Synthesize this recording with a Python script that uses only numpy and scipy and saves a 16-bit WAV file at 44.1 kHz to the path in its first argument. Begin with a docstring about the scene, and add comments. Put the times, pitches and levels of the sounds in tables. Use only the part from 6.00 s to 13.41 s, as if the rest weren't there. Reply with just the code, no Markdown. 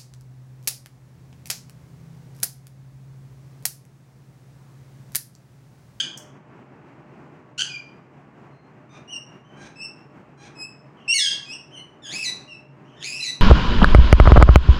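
"""A pet parrot chirps, whistles, rasps, barks, screams and screeches in a small hard-walled room.
Its syrinx makes a gliding harmonic tone, lightly shaken in the chirps and strongly in the harsh calls,
mixed with turbulent hiss and coloured by throat and beak; the beak also clicks, as a burst of noise.
Decaying noise lets the room ring after every call, over a wavering rush of air and an unsteady hum.
A gain control ducks under the loudest calls, and the extreme treble is cut off."""
import sys
import numpy as np
from scipy import signal
from scipy.fft import rfft, irfft
from scipy.io import wavfile
from scipy.ndimage import uniform_filter1d

SR = 44100
rng = np.random.default_rng(int(sys.argv[2]) if len(sys.argv) > 2 else 0)


def store_pcm(level_fs):
    """Save levels as 16-bit WAV."""
    pcm = np.round(np.clip(level_fs, -1, 1) * 32767).astype(np.int16)
    wavfile.write(sys.argv[1], SR, np.atleast_2d(pcm).T)


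N = 326781
CUTOFF_HZ = 15800   # top of the voice's harmonics and of the finished sound


def parrot():
    """One syrinx sings every call: chirps, whistles, barks, rasps, a scream and long screeches."""
    out = np.zeros(N)
    for kind, table in ((chirp, CHIRP_CALLS), (whistle, WHISTLE_CALLS), (bark, BARK_CALLS), (rasp, RASP_CALLS)):
        for start_s, *shape in table:
            add(out, start_s, kind(*shape))
    add(out, SCREAM_START_S, scream_high())
    add(out, SCREAM_BREAK_S, scream_low())
    for row in SCREECH_CALLS:
        add(out, row[0], screech(*row))
    return out


# the scream: a pure high note gives way to a bright lower note, which tumbles down
SCREAM_START_S, SCREAM_BREAK_S, SCREAM_TUMBLE_S, SCREAM_END_S = 5.078, 5.139, 5.19, 5.288


def scream_high(pitch_hz=2738, scoop_hz=170, scoop_s=0.0069, flick_hz=150, flick_lead_s=0.0135,
                level_db=-9, swell_db=20, swell_s=0.034, rough=0.071, bright_db=-4, lift_db=-3,
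                soft_lift_db=-9, flick_lift_db=7, flick_loss_db=2):
    """The pure opening of the scream scoops up to pitch, swells, and flicks up just before it breaks."""
    length_s = SCREAM_BREAK_S - SCREAM_START_S
    t = np.arange(0, length_s, 1 / SR)
    slack = 1 - ramp(t, swell_s)
    flick = step(t, length_s - flick_lead_s, 0.002)
    pitch = pitch_hz - scoop_hz * np.exp(-t / scoop_s) + flick_hz * flick
    loudness_db = level_db - swell_db * slack - flick_loss_db * flick
    second_db = lift_db + soft_lift_db * slack + flick_lift_db * flick
    return open_voice(pitch, loudness_db, rough, bright_db, second_db)


def scream_low(pitch_hz=2232, sag_hz_per_s=1200, tumble_hz=455, tumble_s=0.0079, level_db=-14,
               fade_db_per_s=25, rough=0.094, tumble_rough=0.12, bright_db=4, tumble_dull_db=3.5,
               lift_db=3.0, tumble_lift_db=3, odd_db=-8):
    """The lower note, its odd overtones held back at first, sags, then tumbles, rougher and duller."""
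    t = np.arange(0, SCREAM_END_S - SCREAM_BREAK_S, 1 / SR)
    fallen = step(t, SCREAM_TUMBLE_S - SCREAM_BREAK_S, tumble_s)
    pitch = pitch_hz - sag_hz_per_s * t - tumble_hz * fallen
    loudness_db = level_db - fade_db_per_s * t
    slope_db = bright_db - tumble_dull_db * fallen
    second_db = lift_db + tumble_lift_db * fallen
    held_back_db = odd_db * (1 - ramp(fallen, 0.18))
    return open_voice(pitch, loudness_db, rough + tumble_rough * fallen, slope_db, second_db, odd_db=held_back_db)


# voice in each register: pitch_hz, level_db, brightness_db_per_octave, second_harmonic_lift_db
GROWL, HIGH, CLOSE = (1652, -6, -3, 10.5), (2659, -1.5, 3, 3), (1975, 4.4, 2.3, 10.6)
CLOSE_ROUGH = 0.25
REGISTER_CHANGE_S, SLACK_HZ, SLACK_S = 0.00755, 241.8, 0.038   # change width; depth and half width of the sag
SCREECH_FADE_DB, SCREECH_FADE_S, SCREECH_ONSET_HZ = 17, 0.039, 170   # the growl fades in, sinking in pitch
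# long screeches, from low growl through a leap to the high register, then a drop to the closing tone:
# start_s, leap_s, slackest_s, drop_s, end_s, level_db (the register's level is added),
# growl_roughness (0-1), high_roughness (0-1)
SCREECH_CALLS = [(6.021, 6.126, 6.14, 6.245, 6.303, -31.5, .32, 0.48),
                 (6.996, 7.044, 7.105, 7.25, 7.31, -32.5, 1.01, .62)]


def screech(start_s, leap_s, slack_s, drop_s, end_s, level_db, growl_rough, high_rough,
            change_rough=0.32, wobble=0.0153, wobble_hz=70):
    """The syrinx jumps between registers in one go and turns rougher during each change."""
    t = np.arange(start_s, end_s, 1 / SR)
    leapt = step(t, leap_s, REGISTER_CHANGE_S)
    dropped = step(t, drop_s, REGISTER_CHANGE_S)
    high = leapt - dropped
    shares = np.array([1 - leapt, high, dropped])
    pitch, register_db, bright_db, lift_db = np.transpose([GROWL, HIGH, CLOSE]) @ shares
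    rough = np.array([growl_rough, high_rough, CLOSE_ROUGH]) @ shares + change_rough * np.sin(np.pi * high)
    fading = 1 - ramp(t - start_s, SCREECH_FADE_S)
    sag_hz = SLACK_HZ * high * np.exp(-((t - slack_s) / SLACK_S) ** 2)
    pitch = pitch + SCREECH_ONSET_HZ * fading - sag_hz
    pitch = pitch * (1 + wobble * rough * tremble(wobble_hz, len(t)))
    loudness_db = level_db + register_db - SCREECH_FADE_DB * fading
    return harsh_voice(reshaped(PINCHED_THROAT), pitch, loudness_db, rough * (1 - fading ** 2), bright_db, lift_db)


# a bark starts flat by a share of its pitch, and softer, for a share of its length
BARK_SCOOP, BARK_RISE_AT, BARK_SWELL_DB = 0.09, 0.35, 4
# short harsh barks: start_s, length_s, pitch_hz, level_db, roughness (0-1),
# brightness_db_per_octave, second_harmonic_lift_db
BARK_CALLS = [(0, 0.016, 1668, -16.5, 0.78, -2, 8), (1.578, .047, 1562, -24, 0.7, -1.5, 3)]


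def bark(length_s, pitch_hz, level_db, rough, bright_db, lift_db, snap_s=0.0024):
    """An abrupt rough note that snaps up to its pitch and full strength."""
    t = np.arange(0, length_s, 1 / SR)
    slack = 1 - step(t, BARK_RISE_AT * length_s, snap_s)
    pitch = pitch_hz * (1 - BARK_SCOOP * slack)
    return harsh_voice(THROAT_COLOUR, pitch, level_db - BARK_SWELL_DB * slack, rough, bright_db, lift_db)


# rise to full level; place (0-1) and width of the surge; half width of the flick
CHIRP_SWELL_DB, CHIRP_SURGE_AT, CHIRP_SURGE_S, FLICK_S = 17.5, 0.48, 0.0077, 0.0169
# chirps that swell, glide and flick up once: start_s, length_s, pitch_hz, glide_hz, flick_hz,
# flick_place (0-1), level_db (at full effort), roughness (0-1, at full effort),
# brightness_db_per_octave (at full effort), second_harmonic_lift_db
CHIRP_CALLS = [ (3.075, 0.1, 2855, -78, 183, 0.41, -33, 0.18, -3.5, 2.5),
               (3.755, 0.11, 2608, 18.5, 119.6, 0.74, -36, 0.2, -0.5, 4),
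               (4.55, .11, 2591, -80, 73, 0.85, -38.5, .11, 4, 1.5),
               (5.451, .11, 2468, 218, 170, .75, -35.5, 0.23, 0, 2.5),
               (5.711, 0.094, 3036, -91, 75.2, 0.34, -41, 0.3, -1, -7)]


def chirp(length_s, pitch_hz, glide_hz, flick_hz, flick_at, level_db, rough, bright_db, lift_db,
          soft_dull_db=3, surge_share=0.3):
    """Effort builds steadily, then surges midway; it makes the note louder, brighter and rougher."""
    t = np.arange(0, length_s, 1 / SR)
    surge_s = CHIRP_SURGE_AT * length_s
    effort = (1 - surge_share) * ramp(t, surge_s) + surge_share * step(t, surge_s, CHIRP_SURGE_S)
    flick = np.exp(-((t - flick_at * length_s) / FLICK_S) ** 2)
    pitch = pitch_hz + glide_hz * t / length_s + flick_hz * flick
    loudness_db = level_db - CHIRP_SWELL_DB * (1 - effort)
    slope_db = bright_db - soft_dull_db * (1 - effort)
    return clear_voice(pitch, loudness_db, rough * (1 + effort) / 2, slope_db, lift_db)


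WHISTLE_FADE_S, WHISTLE_FADE_DB = 0.03, 6.5
# thin whistles: start_s, length_s, pitch_hz, glide_hz, level_db (once faded in), roughness (0-1),
# brightness_db_per_octave, second_harmonic_lift_db
WHISTLE_CALLS = [ (0, 0.037, 2430, 9, -40, 0, -11, 2), (1.694, 0.0714, 2501, -140, -34, 0.06, -14, 7),
                 (2.498, 0.19, 2087, 3.5, -75, 0.15, -10, 7), (3.44, .15, 3037, 34, -65, 0.2, -11, 3),
                 (4.967, 0.13, 2944, -36, -59, 0.68, -12, -3),
                 (5.768, 0.047, 2106, -1, -54.5, 0.2, -16, 11),
                 (6.476, .085, 2817, -190, -43, 0.19, -9, 0.5), (6.844, 0.23, 2855, 386, -63, 0.64, -10, 1),
                 (6.963, 0.07, 1793, 37, -53, 0.22, -10, 1), (7.2, 0.049, 2014, -15, -30.5, .15, -1, 18)]


def whistle(length_s, pitch_hz, glide_hz, level_db, rough, bright_db, lift_db):
    """A thin tone that glides in a straight line, fades in and holds its level."""
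    t = np.arange(0, length_s, 1 / SR)
    fade_db = WHISTLE_FADE_DB * (1 - ramp(t, WHISTLE_FADE_S))
    return clear_voice(pitch_hz + glide_hz * t / length_s, level_db - fade_db, rough, bright_db, lift_db)


RASP_SWELL_DB, RASP_PEAK_AT, RASP_ROUGH = 9, 0.46, 0.8   # place of full level (0-1), roughness at the end (0-1)
# soft low rasps: start_s, length_s, pitch_hz, level_db (once swelled),
# brightness_db_per_octave, second_harmonic_lift_db
RASP_CALLS = [(2.892, 0.091, 1219, -53.5, -2, 0.5), (3.568, .11, 801, -50, 3.5, 14.5),
              (4.375, .11, 818, -52.5, 3, 8)]
# relative colour of throat and beak in the soft rasps: frequency_hz, gain_db
RASP_COLOUR = [(800, 6.5), (1600, -1.5), (2400, 6), (3100, -3.5), (3700, 1.5), (4700, -9.5), (6200, -1),
               (7700, -20), (8700, -14), (10500, -35), (15000, -49)]


def rasp(length_s, pitch_hz, level_db, bright_db, lift_db, climb=0.03):
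    """A low, soft tone that grows rougher as turbulent hiss rises beside it."""
    t = np.arange(0, length_s, 1 / SR)
    along = t / length_s
    pitch = pitch_hz * (1 + climb * (along - 0.5))
    loudness_db = level_db - RASP_SWELL_DB * (1 - ramp(along, RASP_PEAK_AT))
    return call(pitch, loudness_db, RASP_ROUGH * along, bright_db, lift_db, RASP_COLOUR,
                jitter=0.055, jitter_hz=290, shimmer=0.49, hiss_db=1.5)


# extra colour of the wide-open beak in the scream: frequency_hz, gain_db
OPEN_BEAK = [(1450, -0.5), (2000, 0.5), (3300, 2.5), (4100, -2.5), (5200, 7.5), (5900, 3.5), (6800, -5),
             (8700, 7), (10500, -1.5), (15000, 4.5)]


def open_voice(*controls, odd_db=0):
    """The full voice through a wide-open beak."""
    return call(*controls, reshaped(OPEN_BEAK), jitter=0.064, jitter_hz=420, shimmer=0.61,
                hiss_db=-15, odd_db=odd_db)


# extra colour of the tightened throat in a screech: frequency_hz, gain_db
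PINCHED_THROAT = [(2000, -0.5), (2600, 8.5), (3300, -7.5), (4100, -1), (5200, -3), (7000, 1), (8400, -4.5),
                  (10000, 6.5), (15800, 1)]


def harsh_voice(throat, *controls):
    """The forced, shaken voice of barks and screeches."""
    return call(*controls, throat, jitter=0.062, jitter_hz=420, shimmer=0.62, hiss_db=-14)


# extra colour of the half-shut beak in chirps and whistles, dull at the top: frequency_hz, gain_db
HALF_SHUT_BEAK = [(4100, 1), (5200, 0), (11000, -1.5), (13500, -6.5)]


def clear_voice(*controls):
    """The light voice of chirps and whistles, with soft edges."""
    return call(*controls, reshaped(HALF_SHUT_BEAK), jitter=0.08, jitter_hz=200, shimmer=0.4,
                hiss_db=-26.5, edge_s=0.0048)


# relative colour of throat and beak in the full voice: frequency_hz, gain_db
THROAT_COLOUR = [(1000, -34.5), (1450, -7), (2000, -3.5), (2700, 2.5), (3300, 3.5), (4100, -1.5),
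                 (5200, -0.5), (5900, -2), (6800, 3), (7700, -11), (8700, -10.5), (9300, -17), (10500, -21),
                 (12000, -39.5), (13800, -38), (14700, -36.5), (15800, -33.5)]


def reshaped(extra):
    """The throat's resonances with an extra colour on top."""
    return [(hz, db + at_hz(extra, hz)) for hz, db in THROAT_COLOUR]


def call(pitch, level_db, rough, bright_db, lift_db, throat, jitter, jitter_hz, shimmer, hiss_db,
         edge_s=0.0023, odd_db=0):
    """A harmonic tone, its pitch and strength shaken by roughness, and turbulent air pass the throat."""
    size = len(pitch)
    t = np.arange(size) / SR
    rough = np.clip(rough, 0, 1)
    shaken_pitch = pitch * (1 + jitter * rough * tremble(jitter_hz, size))
    phase = 2 * np.pi * np.cumsum(shaken_pitch) / SR
    k = np.arange(1, 17)[:, None]   # harmonic numbers
    harmonic_db = bright_db * np.log2(k) + lift_db * (k == 2) + odd_db * (k % 2) * (k > 1)
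    weight = from_db(harmonic_db) * (k * pitch < CUTOFF_HZ)
    # strength the throat would let through, divided out so that level_db sets the loudness
    passed = np.sqrt(np.sum((weight * from_db(at_hz(throat, k * pitch))) ** 2, axis=0) / 2)
    shake = rms_one(np.exp(shimmer * rough * tremble(jitter_hz, size)))
    syrinx = shake * np.sum(weight * np.sin(k * phase), axis=0) / passed
    # the shaking harmonics slide through the fixed resonances of throat and beak
    tone = irfft(rfft(syrinx) * from_db(at_hz(throat, np.fft.rfftfreq(size, 1 / SR))), size)
    hiss = from_db(hiss_db) * rough * coloured_noise(throat, size)
    envelope = from_db(level_db) * ramp(np.minimum(t, t[-1] - t), edge_s)
    return envelope * (tone + hiss)


# sharp clicks of the beak: start_s, level_db (of the noise before it decays)
BEAK_CLICKS = [(0.175, -33)]
# relative colour of a click: frequency_hz, gain_db
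BEAK_COLOUR = [(1500, -34), (4000, -27), (6300, 5.5), (8000, -8), (11000, -14), (15500, -18)]


def beak(decay_s=0.0043):
    """A hard, bright snap of noise that dies in a few milliseconds."""
    out = np.zeros(N)
    t = np.arange(SR // 20) / SR
    for start_s, level_db in BEAK_CLICKS:
        snap = coloured_noise(BEAK_COLOUR, len(t)) * np.exp(-t / decay_s)
        add(out, start_s, from_db(level_db) * snap)
    return out


# time for the room's tail to fall by 60 dB: frequency_hz, decay_s
ROOM_DECAY = [(1000, .6), (2800, 0.46), (5500, 0.42), (8500, 0.34), (15000, 0.3)]


def room(x, wet_db=-1.5, early_db=-3.5, early_s=0.051, first_echo_s=0.0013):
    """Hard walls answer with a diffuse noise tail, stronger at its start and shorter in the treble."""
    t = np.arange(SR) / SR
    hz = np.fft.rfftfreq(SR, 1 / SR)
    white = rfft(rng.standard_normal(SR))
    tail = 0
    # overlapping bands, each with its own decay
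    for share, (centre_hz, t60) in zip(np.eye(len(ROOM_DECAY)), ROOM_DECAY):
        band = at_hz(np.column_stack([np.array(ROOM_DECAY)[:, 0], share]), hz)
        tail = tail + irfft(white * band, SR) * np.exp(-np.log(1000) * t / t60)
    tail = tail * (1 + from_db(early_db) * np.exp(-t / early_s)) * (t > first_echo_s)
    tail = tail / np.sqrt(np.sum(tail ** 2))
    return x + from_db(wet_db) * signal.fftconvolve(x, tail)[:N]


AIR_DB = -50   # level around which the air wavers
# relative spectrum of the steady air: frequency_hz, density_db_per_hz
AIR_COLOUR = [(25, -41), (45, -33.5), (100, -13.5), (150, -6.5), (350, -8), (530, -16.5), (850, -15),
              (1500, -21.5), (2700, -29), (3500, -43), (7000, -48), (8800, -54.5), (11000, -64.5),
              (16000, -60.5)]
# unsteady hum lines: pitch_hz, width_hz, level_db
HUM_LINES = [(69.6, 14, -73), (139.4, 19, -54), (605, 7.3, -65), (1127, 10, -69.5)]


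def background(waver_db=1.94):
    """Noise makes a soft, wavering rush of air; randomly beating tones make a hum, as from a fan."""
    out = from_db(AIR_DB + waver_db * tremble(8, N)) * coloured_noise(AIR_COLOUR, N)
    for hz, width_hz, level_db in HUM_LINES:
        carrier = 2 * np.pi * hz * np.arange(N) / SR
        line = tremble(width_hz, N) * np.cos(carrier) + tremble(width_hz, N) * np.sin(carrier)
        out = out + from_db(level_db) * line
    return out


def from_db(db):
    """Decibels to gain."""
    return 10 ** (np.asarray(db) / 20)


def rms_one(x):
    """Scale to unit power."""
    return x / np.sqrt(np.mean(x ** 2) + 1e-20)


def at_hz(points, hz):
    """Read a table along a log-frequency axis."""
    known_hz, values = np.transpose(points)
    return np.interp(np.log(np.maximum(hz, 1)), np.log(known_hz), values)


def coloured_noise(spectrum, size):
    """Noise of unit power with the shape of the given spectrum."""
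    hz = np.fft.rfftfreq(size, 1 / SR)
    return rms_one(irfft(rfft(rng.standard_normal(size)) * from_db(at_hz(spectrum, hz)), size))


def tremble(rate_hz, size):
    """Random motion of unit power, up to about the given rate."""
    hz = np.fft.rfftfreq(size, 1 / SR)
    return rms_one(irfft(rfft(rng.standard_normal(size)) * np.exp(-(hz / rate_hz) ** 2), size))


def step(t, at_s, width_s):
    """A smooth change from 0 to 1 around a moment."""
    return 0.5 + 0.5 * np.tanh((t - at_s) / (2 * width_s))


def ramp(t, length):
    """A straight rise from 0 to 1, then a hold."""
    return np.clip(t / length, 0, 1)


def add(track, start_s, sound):
    """Mix a sound into a track."""
    first = max(0, int(start_s * SR))
    track[first:first + len(sound)] += sound[:max(0, N - first)]


def scene():
    """The bird rings in its room over the background, in one channel."""
    return (room(parrot() + beak()) + background())[None]


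def gain_control(x, threshold_db=-21.5, squeeze=0.72, release_db_per_s=220, window_s=0.0085, attack_s=0.0083):
    """Takes off a share (squeeze) of the level above the threshold and recovers quickly."""
    power = uniform_filter1d(x[0] ** 2, max(1, int(window_s * SR)))
    level_db = 10 * np.log10(np.maximum(power, 1e-12))
    # hold each peak of the excess and let it fall at the release rate
    fall = release_db_per_s * np.arange(N) / SR
    held_db = np.maximum.accumulate(np.maximum(level_db - threshold_db, 0) + fall) - fall
    lag = np.exp(-1 / (attack_s * SR))
    smooth_db, _ = signal.lfilter([1 - lag], [1, -lag], held_db, zi=[lag * held_db[0]])
    return x * from_db(-squeeze * smooth_db)


def record(dry):
    """Gain control, then a steep cut of the top."""
    top_cut = signal.ellip(12, 0.1, 90, CUTOFF_HZ, fs=SR, output="sos")
    return signal.sosfilt(top_cut, gain_control(dry))


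dry = scene()
out = record(dry)
store_pcm(out)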